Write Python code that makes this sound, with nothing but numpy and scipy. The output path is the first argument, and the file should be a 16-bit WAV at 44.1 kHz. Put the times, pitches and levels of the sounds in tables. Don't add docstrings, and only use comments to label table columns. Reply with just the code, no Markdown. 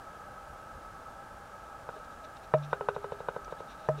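import sys
import numpy as np
from scipy import signal
from scipy.fft import rfft, irfft
from scipy.io import wavfile

SR = 44100
rng = np.random.default_rng(int(sys.argv[2]) if len(sys.argv) > 2 else 0)


def dump_mix(stems):
    frames = np.atleast_2d(stems).T
    limited = np.clip(frames, -1, 1)
    pcm = np.round(limited * 32767).astype(np.int16)
    wavfile.write(sys.argv[1], SR, pcm)


N = 176400
T = np.arange(N) / SR
HZ = np.fft.rfftfreq(N, 1 / SR)

# start in seconds, then snap gain, brightness, overtone and ring, all in dB.
LIGHT_PULSES = [(1.8892, -1.5, 1, -36, -60), (2.7296, 8, 5.5, -24, -41), (2.8088, 4.5, -2.5, -38, -34.5),
                (2.8861, 10, 3.5, -26.5, -32), (2.9632, 5, -5.5, -40, -36), (3.0427, 2, -3, -40, -36),
                (3.1206, 6.5, -10.5, -45, -39.5), (3.2037, 2.5, -12, -47, -46),
                (3.2854, 6.5, 1, -30.5, -44), (3.363, 4.5, -7.5, -42, -44.5), (3.4788, -11, 4.5, -47, -69),
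                (3.524, 2.5, -8.5, -51, -55), (3.6040, 0.5, -12, -57, -55)]
# start in seconds, then snap gain, brightness, overtone, low ring,
# throat ring and rasp offset, all in dB.
DEEP_PULSES = [(2.5380, 13.5, 0.5, -27.5, -28.5, -12.5, -1.5), (3.8872, 11, -3, -31.5, -31, -16.5, -18)]
# centre in Hz, width in Hz, gain in dB.
BODY_PEAKS = [(448, 136, 8.5), (541, 89, 6.5), (666, 31, -7.5), (762, 130, 3), (1015, 220, 8.5),
              (1166, 49, -3.5), (1305, 67, 14.5), (1430, 85, -8.5), (1750, 820, -10.5), (2610, 1350, -0.5)]
# centre in Hz, width in Hz, relative level in dB.
RASP_BANDS = [(1810, 290, -1), (2490, 590, 2), (2960, 270, -8.5), (3700, 370, -4.5)]
# start in seconds, level in dB.
TICKS = [(2.046, -59), (2.248, -61), (2.368, -57), (2.583, -63), (2.647, -61), (2.7286, -54.5),
         (2.886, -53), (3.445, -52.5), (3.888, -51)]
# centre in Hz, width in Hz, relative level in dB.
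TICK_BANDS = [(2530, 500, -4), (4340, 1900, -1), (5740, 520, -1), (7400, 1400, -9)]
# middle in seconds, length in seconds, air level in dB, hollow note level in dB.
RUSTLES = [(1.956, 0.072, -68, -53), (2.048, 0.02, -68, -62), (2.124, 0.046, -66, -62),
           (2.247, 0.02, -58, -47), (2.371, 0.02, -61.5, -60), (2.443, 0.037, -63, -75),
           (2.584, 0.0076, -59, -64), (2.642, 0.036, -56.5, -52), (2.714, 0.027, -62, -62),
           (2.953, 0.022, -60, -44.5), (3.043, 0.034, -65, -62), (3.127, 0.025, -62, -62),
           (3.205, 0.03, -66, -68), (3.35, 0.035, -69, -63), (3.451, 0.019, -65, -45),
           (3.518, 0.025, -61, -60), (3.60, 0.036, -62, -60), (3.712, 0.054, -58, -64),
           (3.804, 0.051, -65, -49.5), (3.866, 0.064, -64, -56), (3.99, 0.04, -58.5, -67)]
# centre in Hz, width in Hz, relative level in dB.
RUSTLE_BANDS = [(2600, 860, 2), (3770, 700, 4.5), (5700, 800, -3.5), (7300, 1500, -16)]
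# middle in seconds, length in seconds, level in dB, centre in Hz.
BUMPS = [(0.511, 0.041, -49.5, 60), (0.763, 0.052, -51, 83), (1.959, 0.048, -54, 425),
         (3.99, 0.025, -48, 433)]
# frequency in Hz, density in dB per Hz.
HISS_SPECTRUM = [(20, -86.5), (45, -75), (100, -81.5), (250, -84.5), (400, -87.5), (600, -86),
                 (1060, -86.5), (1650, -86), (1820, -95.5), (2400, -98), (4300, -104), (7000, -105.5),
                 (10000, -109), (13000, -113), (15500, -118)]
# centre in Hz, width in Hz, rms level in dB.
HUM_BANDS = [(496, 63, -68), (605, 206, -57), (807, 63, -57.5), (879, 76, -61), (1143, 24, -67.5),
             (1233, 175, -59), (1295.4, 60, -52.5), (1547, 74, -64), (1645, 100, -63.5)]


def frog():
    out = np.zeros(N)
    for start_s, db, bright_db, overtone_db, ring_db in LIGHT_PULSES:
        linger = ring(hz=406.6, t60_s=0.3, hold_s=gap_s(start_s))
        add(out, start_s, from_db(db) * snap(bright_db))
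        add(out, start_s + 0.000963, from_db(overtone_db) * overtone(hz=1465, rise_s=0.003))
        add(out, start_s, -from_db(ring_db) * linger)
    for start_s, db, bright_db, overtone_db, low_db, throat_db, _ in DEEP_PULSES:
        low = ring(hz=146, t60_s=0.67, hold_s=gap_s(start_s))
        throat = ring(hz=619.4, t60_s=0.073, hold_s=gap_s(start_s))
        add(out, start_s, from_db(db) * snap(bright_db))
        add(out, start_s, from_db(overtone_db) * overtone(hz=1790, rise_s=0.0013))
        add(out, start_s, -from_db(low_db) * low)
        add(out, start_s + 0.00535, from_db(throat_db) * throat)
    return out


def snap(bright_db):
    x = signal.unit_impulse(SR // 8) + 1e-18
    x = cut(x, hz=407, kind="high", order=5)
    x = cut(x, hz=1190, kind="low", order=2)
    x = cut(x, hz=2340, kind="low", order=6)
    for hz, width_hz, db in BODY_PEAKS:
        x = peak(x, hz, width_hz, db)
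    x = peak(x, hz=1490, width_hz=1140, db=bright_db)
    x = lag(x, hz=1425, width_hz=670)
    thump = from_db(-41.5) * ring(hz=154, t60_s=0.046, hold_s=1)[:len(x)]
    return -x - thump


def overtone(hz, rise_s):
    return np.sin(2 * np.pi * hz * T[:SR // 8]) * bloom(rise_s)


def ring(hz, t60_s, hold_s, attack_s=0.0016, damp_s=0.005):
    t = T[:SR]
    attack = 1 - np.exp(-t / attack_s)
    damping = np.exp(-np.maximum(t - hold_s, 0) / damp_s)
    return np.sin(2 * np.pi * hz * t) * decay(t, t60_s) * attack * damping


def gap_s(start_s):
    gaps_s = [row[0] - start_s for row in LIGHT_PULSES + DEEP_PULSES if row[0] > start_s]
    return min(gaps_s + [1])


def rasp(attack_s=0.0012, bright_share=0.92):
    t, envelope = T[:SR // 4], np.zeros(N)
    fall = decay(t, t60_s=0.018) + from_db(-18) * decay(t, t60_s=0.081)
    burst = (1 - np.exp(-t / attack_s)) * fall
    for start_s, db, bright_db, *_ in LIGHT_PULSES:
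        add(envelope, start_s, from_db(db + bright_share * bright_db) * burst)
    for start_s, db, *_, rasp_db in DEEP_PULSES:
        add(envelope, start_s, from_db(db + rasp_db) * burst)
    return from_db(-46.5) * envelope * unit_rms(noise_bank(RASP_BANDS))


def reflections(x):
    tail = rng.standard_normal(SR // 2) * decay(T[:SR // 2], t60_s=0.075)
    reflected = signal.fftconvolve(x, tail / np.linalg.norm(tail))[:N]
    return from_db(-8.5) * cut(reflected, hz=467, kind="high", order=2)


def ticks():
    envelope = np.zeros(N)
    for start_s, db in TICKS:
        add(envelope, start_s, from_db(db) * bloom(rise_s=0.0018))
    return envelope * unit_rms(noise_bank(TICK_BANDS))


def rustles():
    air = unit_rms(noise_bank(RUSTLE_BANDS))
    hollow = resonant_noise(hz=626, width_hz=24)
    return sum(air * swell(mid_s, length_s, air_db) + hollow * swell(mid_s, length_s, hollow_db)
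               for mid_s, length_s, air_db, hollow_db in RUSTLES)


def bumps(width_hz=72):
    return sum(resonant_noise(hz, width_hz) * swell(mid_s, length_s, db)
               for mid_s, length_s, db, hz in BUMPS)


def room_noise():
    hz, db = np.transpose(HISS_SPECTRUM)
    density_db = np.interp(np.log(HZ + 1), np.log(hz), db)
    colour = from_db(density_db) * np.sqrt(SR / 2)
    hiss = irfft(rfft(rng.standard_normal(N)) * colour, N)
    return hiss + noise_bank(HUM_BANDS)


def resonant_noise(hz, width_hz):
    detune = (HZ ** 2 - hz ** 2) / (width_hz * (HZ + 1))
    return unit_rms(irfft(rfft(rng.standard_normal(N)) / (1 + detune ** 2), N))


def noise_bank(bands):
    return sum(from_db(db) * resonant_noise(hz, width_hz) for hz, width_hz, db in bands)


def cut(x, hz, kind, order):
    return signal.sosfilt(signal.butter(order, hz, kind, fs=SR, output="sos"), x)


def peak(x, hz, width_hz, db):
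    gain = from_db(db)
    half_width, tuning = np.tan(np.pi * width_hz / SR), -2 * np.cos(2 * np.pi * hz / SR)
    up, down = half_width * max(gain, 1), half_width * max(1 / gain, 1)
    return signal.lfilter([1 + up, tuning, 1 - up], [1 + down, tuning, 1 - down], x)


def lag(x, hz, width_hz):
    half_width, tuning = np.tan(np.pi * width_hz / SR), -2 * np.cos(2 * np.pi * hz / SR)
    taps = [1 - half_width, tuning, 1 + half_width]
    return signal.lfilter(taps, taps[::-1], x)


def decay(t, t60_s):
    return np.exp(-np.log(1000) * t / t60_s)


def bloom(rise_s):
    rises = T[:SR // 8] / rise_s
    return (rises * np.exp(1 - rises)) ** 2


def swell(mid_s, length_s, db):
    return from_db(db) * np.exp(-(2 * (T - mid_s) / length_s) ** 2)


def from_db(db):
    return 10 ** (np.asarray(db) / 20)


def unit_rms(x):
    return x / np.sqrt(np.mean(x ** 2) + 1e-20)


def add(out, start_s, sound):
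    start = int(start_s * SR)
    part = sound[:max(N - start, 0)]
    out[start:start + len(part)] += part


def scene():
    croaks = frog() + rasp()
    return (croaks + reflections(croaks) + rustles() + bumps() + ticks() + room_noise())[None]


def record(dry):
    cutoff_hz = 15800
    return signal.sosfilt(signal.ellip(12, rp=0.1, rs=80, Wn=cutoff_hz, fs=SR, output="sos"), dry)


dry = scene()
out = record(dry)
dump_mix(out)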